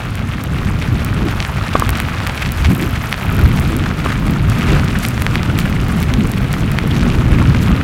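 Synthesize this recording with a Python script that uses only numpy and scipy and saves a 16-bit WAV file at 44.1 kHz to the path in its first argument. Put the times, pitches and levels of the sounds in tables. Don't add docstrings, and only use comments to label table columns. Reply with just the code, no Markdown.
import sys
import numpy as np
from scipy import signal
from scipy.fft import rfft, irfft, next_fast_len
from scipy.io import wavfile

SR = 44100
rng = np.random.default_rng(int(sys.argv[2]) if len(sys.argv) > 2 else 0)


def unload_audio(sound):
    columns = np.transpose(np.atleast_2d(sound))
    steps = np.round(np.clip(columns, -1, 1) * 32767)
    wavfile.write(sys.argv[1], SR, steps.astype(np.int16))


N = 345303
TIME = np.arange(N) / SR

# time in seconds, level in dB.
BREEZE = [(0.0, -24.5), (0.5, -19.5), (1.2, -19.5), (1.43, -23), (1.85, -19), (2.3, -23), (2.8, -20.5),
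          (3.2, -23.5), (3.4, -15.5), (3.95, -19.5), (4.55, -16), (5.05, -19), (5.5, -16), (6.1, -17.5),
          (6.52, -18), (6.85, -16.5), (7.25, -14.5), (7.83, -16)]
# frequency in Hz, relative level in dB.
RUMBLE_SPECTRUM = [(15, -20), (25, -8), (42, 0), (65, 1.5), (100, 1.5), (140, -1.5), (200, -16),
                   (320, -26.5)]
BUFFET_SPECTRUM = [(70, -11), (120, -5), (160, 0), (240, -5), (320, -12), (450, -19.5), (700, -30.5),
                   (1500, -42)]
# time in seconds, crackle level in dB.
CRUST_ACTIVITY = [(0.0, -26), (0.2, -29), (1.3, -25.5), (2.35, -23.8), (2.55, -25.5), (3.7, -24.5),
                  (4.5, -25.5), (4.72, -18.5), (4.86, -25.5), (6.3, -25.5), (7.83, -25)]
USUAL_CRACKLE_DB = -25
# frequency in Hz, relative gain in dB.
CRACKLE_SPECTRUM = [(250, -6.5), (450, 1.5), (700, 1), (950, 0), (1250, 4), (1800, -0.5), (2500, -1.5),
                    (3500, -8.5), (5000, -16.5), (8000, -24), (15000, -26)]
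SIZZLE_SPECTRUM = [(2500, 10), (5000, 0.5), (7000, 0.5), (9500, -1.5), (12500, -3.5), (14500, -7),
                   (16000, -10)]
# centre in seconds, rise of sizzle in dB, width in seconds.
FLURRIES = [(2.7, 4.5, 0.2), (3.14, 3.5, .06), (3.58, 4, .04), (4.53, 6, 0.027), (5.05, 12, 0.04),
            (5.23, 6, 0.065), (5.6, 9, 0.025), (6.02, 6.5, .025), (7.62, 10, 0.018)]
# start in seconds, length in seconds, mid-run level in dB, spacing in seconds.
TICK_RUNS = [(2.716, .21, -15.5, .016), (2.988, 0.3, -19.5, .034), (3.26, 0.23, -14.5, .022),
             (3.493, 0.21, -14, 0.036)]
# start in seconds, level in dB, pitch in Hz.
CRUST_CRACKS = [(0.8241, -6, 2090), (1.2861, -3.5, 1340), (1.4033, 2, 2200), (1.426, -3, 2090),
                (1.4503, -2, 1470), (1.7977, -9, 870), (1.8924, 0, 1000), (1.9546, -4, 2240),
                (2.0016, 2.5, 1610), (2.203, -4, 1020), (2.2674, -1.5, 1470), (2.2725, -2.5, 1610),
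                (2.4614, -4, 1610), (2.647, -1.5, 1610), (2.659, -2, 1610), (2.8244, -6, 1910),
                (3.127, 7.5, 1750), (3.1421, -2, 1230), (3.5892, -4, 800), (4.281, -6, 840),
                (4.8843, -6, 2400), (5.0513, 2, 1910), (5.1781, -4.5, 1030), (5.221, -2.5, 1350),
                (5.2656, 7, 1470), (5.3561, 5, 1530), (5.4318, -3, 2520), (5.5888, 3, 2100),
                (6.0284, -4, 2710), (6.1385, 0, 2200), (6.5392, -2.5, 1260), (6.7871, 5, 1300),
                (6.8397, -6.5, 270), (7.0297, -5, 1240), (7.0662, -5, 450), (7.1014, -5.5, 2280),
                (7.3868, -7, 1090), (7.415, -5.5, 780), (7.548, -3, 950)]
GLASS_SNAPS = [(0.4383, -7.5, 11500), (1.0475, -4.5, 11000), (1.7976, -2.5, 7500), (1.8923, -1.5, 10000),
               (1.9046, -4, 12000), (2.0016, -2.5, 8450), (2.272, -6, 10500), (2.5207, -4, 14000),
               (3.5978, -9, 9000), (3.7659, -5.5, 10000), (4.3088, -11, 11500), (4.9882, -8, 8500),
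               (5.051, -10, 8500), (5.086, -2, 9500), (5.2214, -4, 12500), (5.5886, -3.5, 11500),
               (5.5983, -8, 12000), (5.884, -14, 12500), (6.0031, -11, 10500), (6.0284, -7, 11500),
               (6.1389, -9.5, 5500), (6.317, -7, 8950), (6.5295, -7, 8000), (6.7169, -7.5, 11000)]
# centre in seconds, level in dB, width in seconds, pitch in Hz.
GUSTS = [(.24, -22.5, 0.032, 169), (.92, -14.5, 0.031, 85), (.93, -23.5, 0.027, 237),
         (1.25, -18, 0.049, 240), (1.89, -15.5, 0.032, 55), (2.655, -10, 0.041, 68),
         (2.71, -12, 0.036, 179), (2.83, -20, 0.04, 246), (2.97, -14, 0.022, 89), (3.29, -15, .025, 84),
         (3.42, -6, 0.032, 61.6), (3.75, -22.5, 0.052, 280), (4.3, -16.5, 0.044, 179),
         (4.45, -13, 0.043, 88.5), (4.72, -11, 0.047, 115), (4.72, -21.5, 0.056, 314),
         (6.2, -12, 0.04, 169), (7.18, -18, 0.035, 160), (7.33, -10.5, 0.03, 55), (7.33, -22.5, .03, 313),
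         (7.5, -9, 0.042, 101)]
# centre in seconds, level in dB, pitch in Hz, quality factor.
CRUNCHES = [(.819, -22.5, 1850, 2), (1.765, -19.5, 1400, 1.6), (2.378, -21.5, 2190, 2.2),
            (2.424, -16.5, 1970, 2), (2.653, -22, 2100, 1.7), (2.959, -20.5, 1810, 2.9),
            (3.298, -25, 1340, 5), (3.392, -19.5, 1310, 4), (3.863, -19.5, 1390, 2.4),
            (4.103, -18.5, 1250, 1.8), (4.124, -19, 1460, 1.7), (4.766, -20, 1330, 2.1),
            (4.959, -17.5, 1620, 3.5), (5.5, -20.5, 1490, 5.8), (6.913, -23.5, 3260, 11),
            (7.417, -17.5, 980, 2.9), (7.548, -22.5, 1600, 5)]
# start in seconds, ring level in dB, thud level in dB.
KNOCKS = [(1.7519, -13, 13.5), (1.7533, 1, 7), (1.7985, -16, -18), (1.8190, -18, -25), (1.8212, -3, -25),
          (4.0598, -8, -4)]
# frequency in Hz, level in dB, time to decay by 60 dB in seconds.
SLAB_MODES = [(574, -1, 0.0073), (676, 0.5, 0.0096), (1084, -6.5, 0.04), (1145, 0.5, 0.029),
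              (1610, -2, 0.011), (2400, -18, 0.013)]


def from_db(db):
    return 10 ** (np.asarray(db) / 20)


def unit_rms(x):
    return x / np.sqrt(np.mean(x ** 2) + 1e-20)


def bell(t, width_s):
    return np.exp(-.5 * (t / width_s) ** 2)


def add(out, s, sound):
    at = int(np.clip(round(s * SR), 0, N - 1))
    out[at:at + len(sound)] += sound[:N - at]


def coloured(x, spectrum):
    size = next_fast_len(N + 8192, real=True)
    hz, db = np.transpose(spectrum)
    grid = np.maximum(np.fft.rfftfreq(size, 1 / SR), 1)
    octaves_past_top = np.maximum(np.log2(grid / hz[-1]), 0)
    gain_db = np.interp(np.log(grid), np.log(hz), db) - 20 * octaves_past_top
    cepstrum = irfft(np.log(from_db(gain_db)), size)
    cepstrum[1:size // 2] *= 2
    cepstrum[size // 2 + 1:] = 0
    response = np.exp(rfft(cepstrum))
    return unit_rms(irfft(rfft(x, size) * response, size)[:N])


def drift(per_s):
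    knots = rng.standard_normal(4096)
    return unit_rms(np.interp(TIME * per_s, np.arange(len(knots)), knots))


def resonate(x, hz, q):
    hz = min(hz, .45 * SR)
    radius, angle = np.exp(-np.pi * hz / q / SR), 2 * np.pi * hz / SR
    rung = signal.lfilter([1, 0, -1], [1, -2 * radius * np.cos(angle), radius ** 2], x + 1e-18)
    return signal.lfilter([1], [1, -np.exp(-2 * angle)], rung)


def pulse(hz, q):
    shape = resonate(signal.unit_impulse(700), hz, q)
    return shape / np.abs(shape).max()


def clicks(per_s, spread_db):
    sizes = from_db(spread_db * np.minimum(rng.exponential(1, N), 5.3))
    signs = rng.choice([-1, 1], N)
    return sizes * signs * (rng.random(N) < per_s / SR)


def fragments(train, low_hz, high_hz, q, count):
    dealt = rng.integers(0, count, N)
    pitches = np.geomspace(low_hz, high_hz, count)
    return sum(np.sqrt(hz) * unit_rms(resonate(train * (dealt == k), hz, q))
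               for k, hz in enumerate(pitches))


def small_breaks(per_s, db, spread_db, hz, octaves):
    times = np.cumsum(rng.gamma(2, .5, 200)) / per_s
    strength, detune = np.clip(rng.standard_normal((2, len(times))), -2, 2)
    busy_db = np.interp(times, *np.transpose(CRUST_ACTIVITY)) - USUAL_CRACKLE_DB
    levels_db = db + spread_db * strength + 1.5 * busy_db
    rows = np.transpose([times, levels_db, hz * 2 ** (octaves * detune)])
    return list(rows[times < TIME[-1]])


def wind(steady_db=-18, buffet_growth=1.53):
    wind_db = np.interp(TIME, *np.transpose(BREEZE))
    buffet_db = -18.9 + buffet_growth * (wind_db - steady_db)
    lumps = from_db(1.16 * drift(35))
    rumble = coloured(rng.standard_normal(N) * lumps, RUMBLE_SPECTRUM)
    buffet = coloured(rng.standard_normal(N) * lumps, BUFFET_SPECTRUM)
    return from_db(wind_db + 1.1) * rumble + from_db(buffet_db) * buffet


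def cooling_flow():
    clumps = from_db(3.3 * drift(70))
    coarse = fragments(clicks(1700 * clumps, spread_db=3.5), low_hz=604, high_hz=6200, q=3.3, count=16)
    fine = fragments(clicks(1300 * clumps, spread_db=4.5), low_hz=4300, high_hz=14000, q=4.8, count=8)
    far_wash = from_db(1.5) * rng.standard_normal(N)
    far_hiss = rng.standard_normal(N) * clumps ** 0.55
    crackle = coloured(unit_rms(coarse) + far_wash, CRACKLE_SPECTRUM)
    sizzle = coloured(unit_rms(fine) + unit_rms(far_hiss), SIZZLE_SPECTRUM)
    crackle_db = np.interp(TIME, *np.transpose(CRUST_ACTIVITY)) - 1.4
    flurry_db = sum(db * bell(TIME - s, width_s) for s, db, width_s in FLURRIES)
    sizzle_db = crackle_db - 13.6 + flurry_db + 1.3 * drift(25)
    return from_db(crackle_db) * crackle + from_db(sizzle_db) * sizzle


def flake_ticks(q=4.8, end_sag_db=4.5, spread_db=4, jitter=0.096):
    out, flake = np.zeros(N), pulse(hz=12500, q=q)
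    for start, length, db, spacing in TICK_RUNS:
        for k, (lateness, strength) in enumerate(rng.standard_normal((40, 2))):
            age = spacing * (k + jitter * lateness)
            if age < length:
                sag_db = end_sag_db * (2 * age / length - 1) ** 2
                add(out, start + age, from_db(db - sag_db + spread_db * strength) * flake)
    for s, db, hz in small_breaks(per_s=8, db=-23, spread_db=2.5, hz=12800, octaves=0.5):
        add(out, s, from_db(db) * pulse(hz, q))
    return out


def cracks(dull_hz=8000, scatter_decay_s=0.00095):
    thick, thin = np.zeros(N), np.zeros(N)
    for s, db, hz in CRUST_CRACKS + small_breaks(per_s=7, db=-9.5, spread_db=1.9, hz=1800, octaves=0.4):
        add(thick, s, from_db(db - 0.5) * pulse(hz, q=0.72))
    for s, db, hz in GLASS_SNAPS + small_breaks(per_s=2.5, db=-18.5, spread_db=5, hz=9000, octaves=0.5):
        add(thin, s, from_db(db + 0.4) * pulse(hz, q=1.0))
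    direct = signal.sosfilt(signal.butter(2, dull_hz, fs=SR, output="sos"), thick) + thin
    t = TIME[:SR // 50]
    ground = rng.standard_normal(len(t)) * np.exp(-t / scatter_decay_s)
    scattered = signal.fftconvolve(direct, ground / np.linalg.norm(ground))[:N]
    return direct + from_db(-11) * scattered


def gusts(q=1.16):
    out = np.zeros(N)
    for s, db, width_s, hz in GUSTS:
        swell = bell(TIME - s, width_s)
        flutter = swell * resonate(resonate(rng.standard_normal(N), hz, q), hz, q)
        out += from_db(db) * flutter * np.linalg.norm(swell) / np.linalg.norm(flutter)
    return out


def clinker_crunches(width_s=0.0042, small_q=2.2, samples=2000):
    out, train = np.zeros(N), clicks(per_s=3500, spread_db=3.0)
    t = (np.arange(samples) - samples / 2) / SR
    swell = bell(t, width_s)
    small = small_breaks(per_s=2, db=-24.5, spread_db=1.2, hz=1600, octaves=0.58)
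    crumbs = CRUNCHES + [(*row, small_q) for row in small]
    for k, (s, db, hz, q) in enumerate(crumbs):
        burst = resonate(train[k * samples:(k + 1) * samples] * swell, hz, q)
        add(out, s + t[0], from_db(db) * burst * np.linalg.norm(swell) / np.linalg.norm(burst))
    return out


def slab_knocks(thud_hz=320, thud_t60_s=0.011, contact_s=0.00075):
    out, t = np.zeros(N), TIME[:SR // 10]
    contact = 1 - np.exp(-(t / contact_s) ** 2)
    ring = sum(from_db(db - 60 * t / t60) * np.sin(2 * np.pi * hz * t) for hz, db, t60 in SLAB_MODES)
    thud = from_db(-60 * t / thud_t60_s) * np.sin(2 * np.pi * thud_hz * t)
    for s, ring_db, thud_db in KNOCKS:
        add(out, s, contact * (from_db(ring_db) * ring - from_db(thud_db) * thud))
    return out


def scene():
    air = wind() + gusts()
    lava = cooling_flow() + cracks() + flake_ticks() + clinker_crunches() + slab_knocks()
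    return (air + lava)[None]


def record(dry, low_hz=10, top_hz=15900):
    heard = signal.sosfilt(signal.butter(1, low_hz, "high", fs=SR, output="sos"), dry)
    rounded = heard / (1 + np.abs(heard) ** 10) ** (1 / 10)
    return signal.sosfilt(signal.ellip(10, .2, 80, top_hz, fs=SR, output="sos"), rounded)


dry = scene()
out = record(dry)
unload_audio(out)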